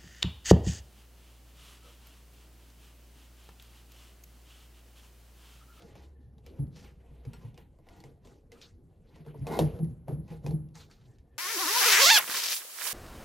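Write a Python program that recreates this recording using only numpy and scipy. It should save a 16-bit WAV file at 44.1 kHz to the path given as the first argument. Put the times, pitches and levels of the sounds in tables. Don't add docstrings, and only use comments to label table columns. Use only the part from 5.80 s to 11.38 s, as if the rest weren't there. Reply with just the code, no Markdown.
import sys
import numpy as np
from scipy import signal
from scipy.fft import rfft, irfft, next_fast_len
from scipy.io import wavfile

SR = 44100
rng = np.random.default_rng(int(sys.argv[2]) if len(sys.argv) > 2 else 0)


def unload_wav(signal):
    wavfile.write(
        sys.argv[1],
        SR,
        np.round(np.clip(np.atleast_2d(signal).T, -1, 1) * 32767).astype(np.int16),
    )


N = 246078

# t/s, peak/dB, f/Hz, t60/s
KNOCKS = [(0.786, -26, 131.7, 0.2), (0.814, -26, 137.9, 0.1), (1.301, -47.5, 140.7, 0.19),
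          (1.463, -31.5, 125.9, 0.082), (1.638, -35.5, 130.7, 0.16), (1.667, -44.5, 115, 0.092),
          (2.239, -47.5, 136.4, 0.36), (3.392, -42, 158, .21), (3.47, -39.5, 155, 0.29),
          (3.54, -43.5, 149.9, 0.28), (3.578, -35.5, 129.6, 0.088), (3.607, -28, 130.6, 0.17),
          (3.688, -34.5, 157.6, 0.28), (3.79, -20, 165.2, 0.27), (3.828, -20.5, 163.6, 0.097),
          (3.919, -38.5, 139.8, 0.2), (3.993, -27, 155.5, 0.28), (4.018, -23, 159.1, 0.15),
          (4.084, -36, 162.4, 0.13), (4.281, -29.5, 151.1, 0.071), (4.318, -25, 136.2, 0.12),
          (4.375, -33, 152.6, 0.28), (4.499, -35.5, 155.6, 0.37), (4.636, -28.5, 154.6, .21),
          (4.676, -28.5, 146.9, 0.58), (4.727, -23.5, 156.6, 0.16), (4.81, -42.5, 152.6, 0.23)]


def amp(db):
    return 10 ** (np.asarray(db) / 20)


def rms_one(x):
    return x / np.sqrt(np.mean(x ** 2) + 1e-20)


def in_time(rows):
    s, *columns = np.transpose(rows)
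    return [np.interp(np.arange(N) / SR, s, c) for c in columns]


def at_hz(points, hz):
    points_hz, db = np.transpose(points)
    return np.interp(np.log(hz), np.log(points_hz), db)


def band(x, low_hz, high_hz, order=2):
    return signal.sosfilt(signal.butter(order, [low_hz, high_hz], "band", fs=SR, output="sos"), x)


def noise(grain=0.):
    return rms_one(amp(grain * np.minimum(rng.exponential(1, N), 5)) * rng.standard_normal(N))


def drift(rate_hz):
    r = np.exp(-80 * np.pi * rate_hz / SR)
    slow = signal.lfilter([1], [1, -2 * r, r * r], rng.standard_normal(N // 40 + 2002))[2000:]
    return np.interp(np.arange(N) / 40, np.arange(len(slow)), rms_one(slow))


def resonate(x, hz, width_hz):
    r = np.exp(-np.pi * width_hz / SR)
    feedback = [1, -2 * r * np.cos(2 * np.pi * hz / SR), r * r]
    return signal.lfilter(np.array([1, 0, -1]) * (1 - r * r) / 2, feedback, x)


def body(x, modes, wander_db):
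    return sum((-1) ** k * resonate(amp(db + wander_db * drift(4.8)) * x, hz, width_hz)
               for k, (hz, width_hz, db) in enumerate(modes))


def coloured(spectrum, flicker_db, grain=0.):
    out, edges_hz = 0, 25 * 2 ** np.arange(0, 9.6, .5)
    white = [noise(grain), noise(grain)]
    for k, (low, high) in enumerate(zip(edges_hz, edges_hz[1:])):
        db = at_hz(spectrum, np.sqrt(low * high)) + flicker_db * drift(11.4)
        out = out + amp(db) * band(white[k % 2], low, high)
    return rms_one(out)


def decay(size, t60_s):
    return amp(-60 * np.arange(size) / SR / t60_s)


def ringing(hz, db, t60_s, size):
    return amp(db) * decay(size, t60_s) * np.sin(2 * np.pi * hz * np.arange(size) / SR)


def stroke_db(full_s, rise_s, hold_s):
    climb_db, release_db_per_s = 28, 210
    t = np.arange(N) / SR - full_s
    return np.minimum(0, np.minimum(climb_db * t / rise_s, release_db_per_s * (hold_s - t)))


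def handling():
    # full at t/s, rise/s, hold/s, rub/dB, brightness/dB, low box modes/dB, high box modes/dB
    strokes = [(0.0, 0.013, 0.096, -66, 4, -57.5, -60), (0.158, 0.1, 0.083, -66, 5, -59, -60.5),
               (0.668, 0.042, .0, -66.5, 3.5, -53, -80), (0.693, .02, 0.1, -76, 3, -54.5, -81),
               (0.969, 0.072, .03, -61, 3, -63.5, -76.5), (1.03, .04, 0.02, -58, 0.5, -55.5, -61),
               (1.206, .05, 0.34, -77, -3.5, -65.5, -66), (1.439, 0.024, 0.046, -76, 5, -68, -67),
               (1.538, 0.027, .0, -62, -1, -61, -55), (1.624, 0.1, 0.042, -68, 1, -60.5, -57.5),
               (1.788, 0.053, .0, -65.5, -13, -82, -57), (2.102, 0.15, 0.083, -72, 3.5, -64.5, -53.5),
               (2.251, 0.035, 0.029, -70, 2, -56.5, -60), (2.455, 0.042, 0.058, -69.5, 5, -57.5, -62),
               (2.726, 0.029, 0.065, -67, -1, -58.5, -67), (2.823, .03, 0, -58.5, 6.5, -63, -61),
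               (3.303, 0.11, 0.051, -71.5, 2.5, -69, -63), (3.35, 0.017, 0.057, -72.5, 4.5, -64, -66.5),
               (3.451, 0.016, 0.05, -70, -2, -54.5, -63.5), (3.57, 0.11, 0.2, -75.5, 2.5, -62, -65.5),
               (3.676, 0.012, 0.032, -60, -10.5, -36.5, -36.5), (3.727, 0.085, 0.018, -52, 3.5, -36.5, -28),
               (3.788, 0.0045, 0.027, -53, 3, -28, -52), (3.879, 0.043, 0.091, -74.5, 7.5, -47, -62.5),
               (4.011, .03, 0.1, -82.5, 7.5, -61, -84), (4.283, 0.014, 0, -90, -7, -34.5, -82),
               (4.519, 0.092, 0.000079, -63, 2.5, -51, -48.5), (4.641, 0.039, 0.052, -74, 8, -48.5, -57),
               (4.953, 0.016, 0.058, -59, 7, -64, -56.5), (5.1, 0.0053, 0.047, -66, 5, -87, -71),
               (5.215, 0.03, .1, -77, 7.5, -84, -69), (5.58, 0.045, .0, -83, 3, -55.5, -67)]
    rest_db = np.array([[-89], [-70.5], [-77.5]])
    power, tilt = amp(rest_db) ** 2 * np.ones(N), np.zeros(N)
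    for s, rise_s, hold_s, rub_db, bright_db, low_db, high_db in strokes:
        shape_db = np.maximum(stroke_db(s, rise_s, hold_s), -200)
        part = amp(np.array([[rub_db], [low_db], [high_db]]) + shape_db) ** 2
        power += part
        tilt += bright_db * part[0]
    rub_db, low_db, high_db = 10 * np.log10(power)
    return rub_db, tilt / power[0], low_db, high_db


def box(low_db, high_db, blow):
    # f/Hz, width/Hz, level/dB
    modes = [(246.5, 19, -4), (323, 23, 3), (379.6, 18.5, 1), (432, 11, 5.5), (464.6, 25.4, 4.5),
             (557.4, 6.7, -5.5), (595, 8.8, -7), (689, 48, -5), (775.5, 9, -5), (820.3, 10, -1.5),
             (915, 57, -10.5), (1020, 36, -9), (1166, 30, -19)]
    split_hz = 650
    low = (amp(low_db) + blow) * noise(grain=2.0)
    high = (amp(high_db) + blow) * noise(grain=1.9)
    ring = body(low, [m for m in modes if m[0] < split_hz], wander_db=2.5)
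    ring += body(high, [m for m in modes if m[0] >= split_hz], wander_db=3.5)
    weak_modes = amp(11) * band(low, 180, 486) + amp(-8) * band(high, 640, 830)
    clunk = amp(9) * band(blow * noise(), 430, 980, order=4)
    return amp(15.5) * ring + weak_modes + clunk


def rub(level_db, bright_db, steel_db):
    # f/Hz, density/dB
    spectrum = [(530, -30), (900, -5), (1200, -5), (1490, 2), (1970, -3), (2140, 3.5), (3300, -4.5),
                (6640, -14.5), (9420, -14), (14900, -32.5), (16000, 18)]
    # f/Hz, width/Hz, level/dB
    steel_modes = [(1440, 18, 2.5), (1927, 23, 3), (2132, 20, 2), (2420, 38, -16.5), (2560, 29, -8.5),
                   (2890, 47, -16), (3900, 310, -13.5)]
    swish = amp(level_db + drift(34)) * coloured(spectrum, flicker_db=3.5, grain=0.74)
    top = band(swish, 3500, 8100)
    steel = body(amp(steel_db) * noise(grain=5.9), steel_modes, wander_db=-0.5)
    return swish + (amp(bright_db) - 1) * top + steel


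def weight_on_boards():
    # t/s, rumble/dB
    load = [(0.0, -59), (0.5, -70.5), (0.82, -56), (1.2, -72), (1.68, -63), (1.89, -78), (2.17, -75),
            (2.36, -62.5), (2.81, -75), (3.26, -68), (3.85, -45.5), (3.95, -49.5), (4.1, -68), (4.38, -74),
            (4.54, -52), (4.71, -49), (5.05, -72), (5.58, -73)]
    return amp(in_time(load)[0])


def rumble(weight, after_shake):
    return np.hypot(weight, amp(-19) * after_shake) * rms_one(band(noise(), 50.5, 93.8, order=4))


def board(swing, weight, after_shake):
    pitch_hz = in_time(KNOCKS)[1] * (1 + .02 * drift(15))
    phase = 2 * np.pi * np.cumsum(pitch_hz) / SR
    boom = swing * (np.sin(phase) + amp(-16.5) * np.sin(2.08 * phase))
    shaking = np.hypot(amp(-7) * weight, amp(-13.5) * after_shake)
    mode_noise = resonate(resonate(noise(), 139.6, width_hz=45), 140, width_hz=130)
    return boom + shaking * rms_one(mode_noise)


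def room_air():
    # f/Hz, density/dB
    spectrum = [(15, -34), (25, 2.5), (74, 4.5), (137, 1.5), (301, -11), (463, -19), (607, -17), (911, -35),
                (1400, -40.5), (1790, -54.5), (8830, -47.5), (11000, -56), (16000, -66.5)]
    return amp(-58.5) * coloured(spectrum, flicker_db=4.5)


def hum():
    # t/s, f/Hz, rms/dB
    glide = [(0.0, 72.9, -57.5), (.4, 69.96, -52.5), (.9, 63.27, -59.5), (1.5, 60.5, -52), (1.8, 56, -66)]
    hz, db = in_time(glide)
    fade_db = 80 * np.maximum(np.arange(N) / SR - glide[-1][0], 0)
    level = np.sqrt(2) * amp(db + 2 * drift(8) - fade_db)
    phase = 2 * np.pi * np.cumsum(hz * (1 + .02 * drift(6.9))) / SR
    return level * np.sin(phase)


def contacts():
    # t/s, level/dB, box blow/dB, brightness/dB, wire f/Hz
    hits = [(.0211, -42, -84, -29, 3400), (.1538, -45.5, -46, -12, 2340), (.5815, -53.5, -59, -16, 3800),
            (.6632, -41, -56, -12, 2320), (.7902, -79.5, -47, -17, 2190), (.868, -59, -81, -8, 1970),
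            (0.9604, -42.5, -49.5, -26, 3170), (1.4509, -45, -49, -19, 2250),
            (1.533, -41.5, -55.5, -11, 2770), (1.7434, -48.5, -58, -27, 3540),
            (1.7765, -43, -43.5, -13, 2820), (1.9871, -62.5, -51.5, -9, 2060),
            (2.069, -58, -47.5, -11, 2000), (2.0873, -44, -70, -19, 2050), (2.2025, -42.5, -67, -15, 4350),
            (2.2383, -42.5, -45, -20, 2150), (2.4494, -50, -55.5, -21, 3400), (2.4714, -49, -73, -28, 3550),
            (2.7186, -36.5, -61, -22, 2070), (2.814, -37, -71, -25, 3390), (3.3587, -49, -45, -23, 1960),
            (3.463, -52, -41.5, -18, 2020), (3.5435, -81, -41.5, -19, 1910),
            (3.6682, -28.5, -29, -16.5, 2520), (3.769, -37.5, -24, -5, 1939),
            (3.79, -17.5, -17, -13.5, 3740), (3.9902, -65.5, -38, -23, 2830),
            (4.0447, -49.5, -67, -36, 1950), (4.282, -66, -34, -3, 1900), (4.4792, -50, -55, -20, 2550),
            (4.5034, -52, -64, -15, 2380), (4.6422, -54, -46, -9, 3528),
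            (4.6631, -30.5, -31.5, -16.5, 2490), (4.7083, -43, -36.5, -16, 4300),
            (4.887, -61, -69, -23, 2768), (4.9545, -37.5, -59, -41, 6490), (5.1119, -41, -69, -29, 4560),
            (5.212, -59, -72, -25, 4400), (5.24, -59, -73, -31, 2020), (5.3847, -52.5, -81, -23, 1790)]
    dull, bright, blow, rings = np.zeros((4, N + SR))
    size = SR // 2
    onset = np.minimum(np.arange(size) / (0.001 * SR), 1)
    shape = onset * (decay(size, 0.0086) + amp(-14.5) * decay(size, 0.14))
    for s, db, box_db, bright_db, hz in hits:
        i = round(s * SR)
        dull[i:i + size] += amp(db) * shape
        bright[i:i + size] += amp(db + bright_db) * shape
        blow[i:i + size] += amp(box_db) * (decay(size, 0.0041) + amp(-7.5) * decay(size, 0.07))
        rings[i:i + size] += ringing(hz, db - 16, 0.041, size)
    ticks = amp(-2.5) * band(dull[:N] * noise(grain=3.2), 1700, 6000)
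    ticks += band(bright[:N] * noise(grain=1.8), 4500, 21000)
    return ticks + rings[:N], blow[:N]


def thin_tone():
    # full at t/s, rise/s, hold/s, level/dB
    swells = [(.36, .05, 0.11, -83.5), (5.31, 0.039, 0.012, -76.5), (5.53, 0.09, 0.018, -79)]
    level = sum(amp(db + stroke_db(s, rise_s, hold_s)) for s, rise_s, hold_s, db in swells)
    return level * rms_one(resonate(noise(), hz=1770, width_hz=59))


def knocks():
    rise_s, after_t60_s = 0.017, 0.62
    swing, after = np.zeros((2, N + SR))
    t = np.arange(SR) / SR
    swell = np.sin(np.pi / 2 * np.minimum(t / rise_s, 1)) ** 2
    for s, db, _, t60_s in KNOCKS:
        i = round(s * SR)
        swing[i:i + SR] += (amp(db - 60 * np.maximum(t - rise_s, 0) / t60_s) * swell) ** 2
        after[i:i + SR] += (amp(db) * swell * decay(SR, after_t60_s)) ** 2
    return np.sqrt(swing[:N]), np.sqrt(after[:N])


def clink(at_s):
    # f/Hz, level/dB, t60/s
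    modes = [(1400, -56.5, 0.1), (2640, -62, 0.11), (4302, -60, 0.088), (2100, -79, .06), (5760, -81, .12),
             (5530, -65, 0.14), (7900, -59, .06), (8300, -68, .06)]
    i = round(at_s * SR)
    ring = sum(ringing(hz, db, t60_s, N - i) for hz, db, t60_s in modes)
    return np.pad(ring, (i, 0))


def stereo_ports(mid):
    # f/Hz, side re mid/dB
    width = [(60, -32.5), (110, -13), (200, -10.5), (380, -8), (700, -6), (1290, -1.5), (2380, -11),
             (4400, -44.5), (8120, -6), (15000, -16.5)]
    size = next_fast_len(N + SR // 10)
    hz = np.maximum(np.arange(size // 2 + 1) * SR / size, 1)
    reflections = rms_one(decay(4000, .12) * rng.standard_normal(4000)) / np.sqrt(4000)
    scattered = 1 / (1 + (500 / hz) ** 2)
    response = 1j * (1 - scattered) + scattered * rfft(reflections, size)
    side = irfft(rfft(mid, size) * amp(at_hz(width, hz)) * response, size)[:N]
    return mid + side * [[1], [-1]]


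def scene():
    rub_db, bright_db, low_db, high_db = handling()
    weight = weight_on_boards()
    swing, after_shake = knocks()
    ticks, blow = contacts()
    background = rumble(weight, after_shake) + thin_tone() + room_air()
    hands = box(low_db, high_db, blow) + rub(rub_db, bright_db, high_db) + ticks + clink(at_s=1.538)
    return stereo_ports(hands + board(swing, weight, after_shake) + background + hum())


def record(dry):
    bass_hz, cutoff_hz = 1200, 16500
    bass = signal.sosfilt(signal.butter(4, bass_hz, fs=SR, output="sos"), dry)
    ripple = amp(0.5) * np.cos(np.pi / 2 * np.arange(N) + np.pi / 8)
    mirror = np.gradient(bass, axis=1) * ripple
    return signal.sosfilt(signal.cheby2(12, 70, cutoff_hz, fs=SR, output="sos"), dry + mirror)


dry = scene()
out = record(dry)
unload_wav(out)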